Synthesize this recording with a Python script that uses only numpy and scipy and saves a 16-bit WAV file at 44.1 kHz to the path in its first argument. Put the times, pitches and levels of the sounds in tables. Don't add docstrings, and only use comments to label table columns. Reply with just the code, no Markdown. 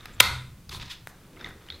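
import sys
import numpy as np
from scipy import signal
from scipy.fft import rfft, irfft
from scipy.io import wavfile
from scipy.ndimage import uniform_filter1d

SR = 44100
rng = np.random.default_rng(int(sys.argv[2]) if len(sys.argv) > 2 else 0)


def attenuation_scalar(level_db):
    decades = np.asarray(level_db, float) / 20
    return 10 ** decades


def master_out(mix):
    frames = np.transpose(np.atleast_2d(mix))
    ceiling = np.clip(frames, -1, 1)
    pcm = np.round(ceiling * 32767).astype(np.int16)
    wavfile.write(sys.argv[1], SR, pcm)


N = 79380
T = np.arange(N) / SR


def unit(x):
    return x / np.sqrt(np.mean(x ** 2))


def noise(count=N):
    return rng.standard_normal(count)


def band(x, hz, width_hz):
    return signal.lfilter(*signal.iirpeak(min(hz, .45 * SR), hz / width_hz, fs=SR), x)


def double_band(x, hz, width_hz):
    return band(band(x, hz, width_hz), hz, width_hz)


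def shade(x, colour):
    hz, db = np.transpose(colour)
    bins_hz = np.arange(len(x) // 2 + 1) * SR / len(x) + 1
    return irfft(rfft(x) * attenuation_scalar(np.interp(np.log(bins_hz), np.log(hz), db)), len(x))


def walk(rate_hz):
    hold = int(SR / rate_hz)
    steps = np.repeat(noise(N // hold + 1), hold)
    return unit(uniform_filter1d(uniform_filter1d(steps, hold), hold)[:N])


def curve_db(curve):
    time_s, level_db = np.transpose(curve)
    return np.interp(T, time_s, level_db, -120, -120)


# pitch_hz, width_hz, level_db
BODY_MODES = [(518, 250, -7), (806, 110, -18), (960, 150, -5), (1283, 200, -5.5), (1816, 730, 0),
              (2208, 540, -2.5), (2510, 460, -0.5), (3418, 310, -2.5), (3600, 470, 2), (4337, 760, -4),
              (4980, 600, -0.5), (6230, 950, -7.5)]


def strike(contact, gains):
    ring = 0
    for k, (gain, (hz, width_hz, _)) in enumerate(zip(gains, BODY_MODES)):
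        ring = ring + (-1) ** k * gain * unit(band(band(contact, hz, width_hz), hz, 2 * width_hz))
    crack = unit(band(band(contact, 12000, 6600), 8600, 12000))
    return ring, crack


def blows(rows, focus_oct, focus_db):
    length = 2048
    out, t = np.zeros((5, N + length)), T[:length]
    click = 1. * (t == 0)
    for n, (start_s, level_db, low_hz, high_hz, crack_db, contact_ms) in enumerate(rows):
        u = t * 1000 / max(contact_ms, .1)
        contact = noise(length) * u * np.exp(-2 * u)
        gains = []
        for hz, _, mode_db in BODY_MODES:
            octaves = min(abs(np.log2(hz / low_hz)), abs(np.log2(hz / high_hz)))
            focus = focus_db * np.exp(-(octaves / focus_oct) ** 2)
            gains.append(attenuation_scalar(mode_db + 1.2 * rng.standard_normal() + focus))
        close, far = strike(contact, gains), strike(click, gains)
        ring_gain = 1 / np.abs(close[0]).max()
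        crack_gain = attenuation_scalar(crack_db) / np.abs(close[1]).max()
        i = int(start_s * SR)
        for row, (ring, crack) in ((0, close), (1 + n % 4, far)):
            out[row, i:i + length] += attenuation_scalar(level_db) * (ring_gain * ring + crack_gain * crack)
    return out[:, :N]


def one_pitch(rows):
    return [(s, db, hz, hz, crack_db, ms) for s, db, hz, crack_db, ms in rows]


def rings(rows, send_db=0):
    out = np.zeros((5, N))
    for n, (start_s, peak_db, hz, peak_ms) in enumerate(rows):
        since = T - start_s
        u = np.maximum(since, 0) * 1000 / max(peak_ms, .1)
        detune = 1 + .01 * rng.random()
        out[[0, 1 + n % 4]] += attenuation_scalar(peak_db) * u * np.exp(1 - u) * np.sin(2 * np.pi * hz * since * detune)
    out[1:] *= attenuation_scalar(send_db)
    return out


# start_s, level_db, pitch_hz, crack_db, contact_ms
SNAP_BLOWS = [
    (.2005, -6.5, 4700, -7, 1.4),
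    (.2022, -4.5, 2700, -13.5, 0.44),
    (.2038, -3.5, 2300, 4, 0.69),
    (.2052, -6.5, 2200, 3.5, 1.36),
]
# start_s, peak_db, pitch_hz, time_to_peak_ms
SNAP_RINGS = [(.2006, -9.5, 3360, 1.4), (.2008, -13.5, 5900, 0.7), (.2024, -1.5, 2620, 0.95),
              (.2024, -4.5, 3220, 1.2), (.2044, -4.5, 2230, 0.83), (.2034, -11, 1380, 1.7),
              (.2025, -21.5, 532, 2), (.194, -44, 3500, 2.6), (.2025, -15, 990, 2.2),
              (.2036, -13, 4900, 1.2), (.2012, -13, 3900, .9), (.2090, -15, 2000, 1.2),
              (.2120, -18.5, 1290, 2.1), (.2128, -22.5, 3600, 1.2)]


def snap():
    return blows(one_pitch(SNAP_BLOWS), 0.52, 6.6) + rings(SNAP_RINGS, send_db=-8)


# pitch_hz, width_hz, level_db
SPRING_MODES = [(1300, 110, -13), (1464, 49, -13.5), (2086, 60, -8.5), (2534, 80, -14.5),
                (3350, 180, -13.5), (3620, 90, -5.5), (3870, 74, -10)]


def springs():
    kick = 1. 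* (np.arange(N) == int(SNAP_BLOWS[1][0] * SR))
    out = 0
    for hz, width_hz, level_db in SPRING_MODES:
        out = out + attenuation_scalar(level_db) * band(kick, hz, width_hz) * SR / width_hz / (2 * np.pi)
    return out


# start_s, peak_db, pitch_hz, time_to_peak_ms
SING = [(.207, -30.5, 4290, 32)]


def singing_clip():
    return rings(SING)[0]


def squeak():
    start_s, length_s, pitch_hz, level_db = .142, .013, 7400, -57.5
    return unit(band(noise(), pitch_hz, 320)) * attenuation_scalar(level_db) * np.exp(-((T - start_s) / length_s) ** 2)


# start_s, level_db, pitch_hz, crack_db, contact_ms
TICKS = [(.0557, -26, 2040, -12.5, 1.74), (.6921, -30, 4500, -12.5, 3), (.728, -37.5, 1000, -18.5, 0.55),
         (.7477, -35, 1000, -18.5, 0.87), (.7992, -36, 3600, -18, .6), (.8124, -32, 4000, -19, 0.3),
         (.8167, -31.5, 3500, -25, 0.71), (.856, -40, 4800, -20, 4.2), (1.072, -38, 3800, 5, 0.42),
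         (.1975, -30, 3000, -21, 1.5), (1.6636, -44, 1432, -15, 2.5), (1.6866, -38, 2200, -22, .6),
         (1.7214, -39.5, 2300, -25, 1.3)]
# start_s, peak_db, pitch_hz, time_to_peak_ms
TAP_RINGS = [(.727, -40, 1000, 2.5), (.7465, -36, 1000, 1.3), (.7478, -34, 3560, .7),
             (.754, -41.5, 1000, 1.6), (.755, -38, 4310, 1.3), (.772, -43.5, 1000, 1.9),
             (.7985, -28, 2800, .12), (.8167, -30, 2900, .14), (.91, -38, 5000, 2.2),
             (1.0723, -23, 1650, .26), (1.0722, -36, 800, .6), (.8126, -31, 2600, .12),
             (.0558, -38, 870, .45), (.0558, -39, 4510, .15), (1.3665, -46, 2800, .45),
             (1.371, -46.5, 2096, 2.2), (1.37, -49, 1300, 2.06), (1.411, -39, 1580, 1.3),
             (1.4105, -40.5, 3600, 1.6), (1.425, -47, 1880, 2.2), (1.444, -29.5, 2034, 1.65),
             (1.4444, -29, 3600, 1.1), (1.4608, -32, 1897, 1.54), (1.4605, -39, 3730, 0.96),
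             (1.475, -46, 2040, 2.2), (1.488, -42.5, 1630, 1.8), (1.496, -50.5, 1880, 2.2),
             (1.508, -46, 1500, 1.9), (1.6868, -37, 3000, 0.75), (1.69, -44.5, 1890, 1.3),
             (1.7018, -27.5, 3380, .9), (1.7018, -28, 4100, .7), (1.7014, -36, 2205, 0.73),
             (1.7014, -40, 1440, 0.89), (1.707, -38.5, 3650, 2.8), (1.722, -39, 1900, .5),
             (1.7225, -37, 3810, 1.8), (1.742, -43, 4100, 2.2)]


def taps():
    return blows(one_pitch(TICKS), focus_oct=.6, focus_db=9) + rings(TAP_RINGS, send_db=-4.5)


# start_s, level_db, low_hz, high_hz, contact_ms
KNOCKS = [(.0064, -40, 1260, 3500, 2.8), (1.072, -42, 571, 6000, .8), (1.411, -43, 1462, 4870, .8),
          (1.4436, -39, 3000, 5730, 2.4), (1.462, -42, 1870, 3600, 2.5), (1.7013, -39, 2630, 4900, 1.3)]


def knocks():
    rows = [(s, db, low_hz, high_hz, -24.5, ms) for s, db, low_hz, high_hz, ms in KNOCKS]
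    return blows(rows, focus_oct=.13, focus_db=19.5)


def rub(curve, colour, grain_db, ring_db, patchy_db, treble_law=0):
    size = np.minimum(rng.exponential(size=N), 4)
    grains = noise() * attenuation_scalar(grain_db * size + patchy_db * walk(90))
    ring = sum(band(grains, hz, width_hz / 2) for hz, width_hz, _ in BODY_MODES)
    x = unit(shade(unit(grains) + attenuation_scalar(ring_db) * unit(ring), colour))
    high = signal.sosfiltfilt(signal.butter(2, 6000, "high", fs=SR, output="sos"), x)
    level_db = curve_db(curve)
    treble = attenuation_scalar(treble_law * (level_db - level_db.max()))
    return attenuation_scalar(level_db) * (x + high * (treble - 1))


# time_s, level_db
DRAG = [(.7, -58.5), (.712, -47), (.748, -41.5), (.785, -50), (.815, -46), (.84, -48), (.86, -46),
        (.895, -51.5)]
# pitch_hz, level_db_per_hz
DRAG_COLOUR = [(300, -35), (600, -16), (1000, -4.5), (1600, -7), (2600, -4.5), (3800, -1.5), (5500, -8.5),
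               (15500, -24.5)]


def drag():
    return rub(DRAG, DRAG_COLOUR, grain_db=4.2, ring_db=-15.5, patchy_db=3.8, treble_law=1)


# time_s, level_db
FLICK = [(.89, -56), (.9, -40.5), (.914, -36), (.94, -44), (.96, -50.5), (1.02, -71)]
# pitch_hz, level_db_per_hz
FLICK_COLOUR = [(350, -49.5), (600, -39), (1010, -12), (1990, -10), (3710, -1.5), (4260, -8.5), (5010, -11),
                (15500, -33)]


def flick():
    return rub(FLICK, FLICK_COLOUR, grain_db=2, ring_db=-17, patchy_db=1.59, treble_law=0.332)


# time_s, level_db
SEAT = [(0, -49), (.12, -56), (.197, -52.5), (.202, -89.5), (1.1, -77), (1.2, -62), (1.35, -63.5),
        (1.4, -48.5), (1.48, -44.5), (1.56, -63.5), (1.66, -57.5), (1.73, -53.5), (1.8, -65)]
# pitch_hz, level_db_per_hz
SEAT_COLOUR = [(300, 1.5), (800, -8), (1300, -0.5), (1950, -6.5), (2700, -8.5), (3600, -7), (4600, -16.5),
               (9000, -30.5)]


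def seat():
    return rub(SEAT, SEAT_COLOUR, grain_db=7.5, ring_db=-10, patchy_db=2.2)


# time_s, level_db
SCUFF = [(.71, -69.5), (.728, -40.5), (.755, -43), (.775, -53), (.8, -75), (1.7, -82), (1.71, -62),
         (1.745, -60), (1.78, -60), (1.8, -61.5)]
# pitch_hz, level_db_per_hz
SCUFF_COLOUR = [(1500, -33), (2800, -13.5), (3500, -4), (4100, -1), (4700, -12.5), (6500, -20),
                (15500, -30)]


def scuff():
    return rub(SCUFF, SCUFF_COLOUR, grain_db=3, ring_db=-37, patchy_db=2.6)


# centre_s, half_length_s, level_db
SWEEPS = [
    (0.75, 0.042, -51.5),
    (0.922, 0.02, -54.5),
    (1.09, 0.02, -56),
    (1.492, 0.0078, -58),
]


def sweeps():
    air = unit(band(band(noise(), 8500, 9000), 8500, 14000))
    return air * sum(attenuation_scalar(db) * np.exp(-((T - s) / half_s) ** 2) for s, half_s, db in SWEEPS)


# time_s, level_db
PALM = [(.7, -88), (.74, -55.5), (.86, -61.5), (.9, -87), (1.12, -77), (1.25, -58), (1.5, -55.5),
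        (1.6, -60.5), (1.8, -58.5)]


def palm():
    rustle = unit(band(band(noise(), 310, 274), 339.6, 410))
    return rustle * attenuation_scalar(curve_db(PALM) + 2.17 * walk(29))


# start_s, pitch_hz, time_to_peak_s, peak_db
BOOMS = [(0.2, 114.4, 0.016, -27.5), (.201, 190, 0.044, -42.5), (0.2, 270, 0.0057, -34.5),
         (.201, 61.4, 0.077, -34.5), (.22, 84.8, 0.055, -32.5), (.26, 125.2, 0.08, -35),
         (0.684, 65, .022, -39.5), (0.718, 149.5, 0.034, -50), (.72, 372.6, 0.013, -48),
         (.8, 80, 0.044, -47.5), (1.4, 120, 0.057, -59.5), (1.479, 74, 0.048, -49),
         (1.695, 78.2, 0.03, -45.5)]


def desk():
    out = np.zeros(N)
    for start_s, hz, peak_s, peak_db in BOOMS:
        u = np.maximum(T - start_s, 0) / peak_s
        swell = (u * np.exp(1 - u)) ** 2 * attenuation_scalar(peak_db + 2.35 * walk(12))
        out += swell * np.sin(2 * np.pi * (hz * T + rng.random()) + 0.36 * walk(7.4))
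    return out


# pitch_hz, t60_s, level_db
ROOM_DECAY = [(257, .6, -7), (500, .5, -11.5), (1000, 0.49, -11.5), (2020, 0.48, -16), (3930, 0.46, -17),
              (6000, .4, -14), (9040, 0.57, -26), (14000, 0.16, -17.5)]


def room(x):
    desk_echo_s, wall_s, early_db = 0.0014, .021, -6
    t = T[:SR]
    gate = np.where(t < desk_echo_s, 0, attenuation_scalar(np.interp(t, [wall_s - .004, wall_s], [early_db, 0])))
    pitches_hz, t60s, levels_db = np.transpose(ROOM_DECAY)
    tail = 0
    for hz in 180 * 2 ** np.arange(0, 6.6, .5):
        t60_s = np.interp(np.log(hz), np.log(pitches_hz), t60s)
        level_db = np.interp(np.log(hz), np.log(pitches_hz), levels_db)
        tail = tail + double_band(noise(SR), hz, hz / 2.4) * attenuation_scalar(level_db - 19 - 66 * t / t60_s)
    return signal.fftconvolve(x, tail * gate)[:N]


# pitch_hz, level_db_per_hz
FLOOR_COLOUR = [(20, -0.5), (70, 0.5), (140, 2), (300, -13), (690, -20.5), (1300, -22.5), (2800, -26.5),
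                (15600, -32.5)]
# time_s, rumble_change_db
LEAN = [(0, 0.5), (.2, 4.5), (.55, 3), (.66, 2), (.8, 10.5), (.9, 0), (1.1, -2), (1.3, -4.5), (1.5, 4),
        (1.62, -4.5), (1.8, -5.5)]


def floor():
    x = unit(shade(noise(), FLOOR_COLOUR))
    low = signal.sosfiltfilt(signal.butter(2, 220, fs=SR, output="sos"), x)
    return attenuation_scalar(-50.5) * (x + low * (attenuation_scalar(curve_db(LEAN)) - 1))


# pitch_hz, level_db_per_hz
SIDE_COLOUR = [(30, -4.5), (200, -4.5), (1000, -9.5), (4000, -10.5), (15000, -10.5)]


def side_hiss():
    return attenuation_scalar(-68) * unit(shade(noise(), SIDE_COLOUR))


def scene():
    hits = snap() + taps() + knocks()
    rubs = drag() + flick() + seat() + scuff()
    ringing = springs()
    close = hits[0] + singing_clip() + attenuation_scalar(-16.5) * ringing + squeak() + rubs + sweeps()
    wet = sum(room(x) for x in hits[1:]) + attenuation_scalar(-6) * room(rubs) + room(ringing)
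    mid = close + wet + palm() + desk() + floor()
    side = side_hiss() + attenuation_scalar(-57.5) * room(hits[0])
    return np.array([mid + side, mid - side])


def low_pass(x):
    return signal.sosfilt(signal.butter(12, 15770, fs=SR, output="sos"), x)


def record(dry):
    overload, clip, duck_db, recover_s, top_hz = 0.73, .92, 3.5, 0.14, 15900
    last_overload = np.flatnonzero(np.abs(dry[0]) > overload)[-1]
    since = T - T[last_overload]
    turn_down = np.clip(since / .002, 0, 1)
    gain = attenuation_scalar(-duck_db * np.clip(1 - since / recover_s, 0, 1) * turn_down)
    lowpass = signal.ellip(8, .2, 70, top_hz, fs=SR, output="sos")
    mix = signal.sosfilt(lowpass, np.clip(dry, -clip, clip) * gain)
    return low_pass(mix)


dry = scene()
out = record(dry)
master_out(out)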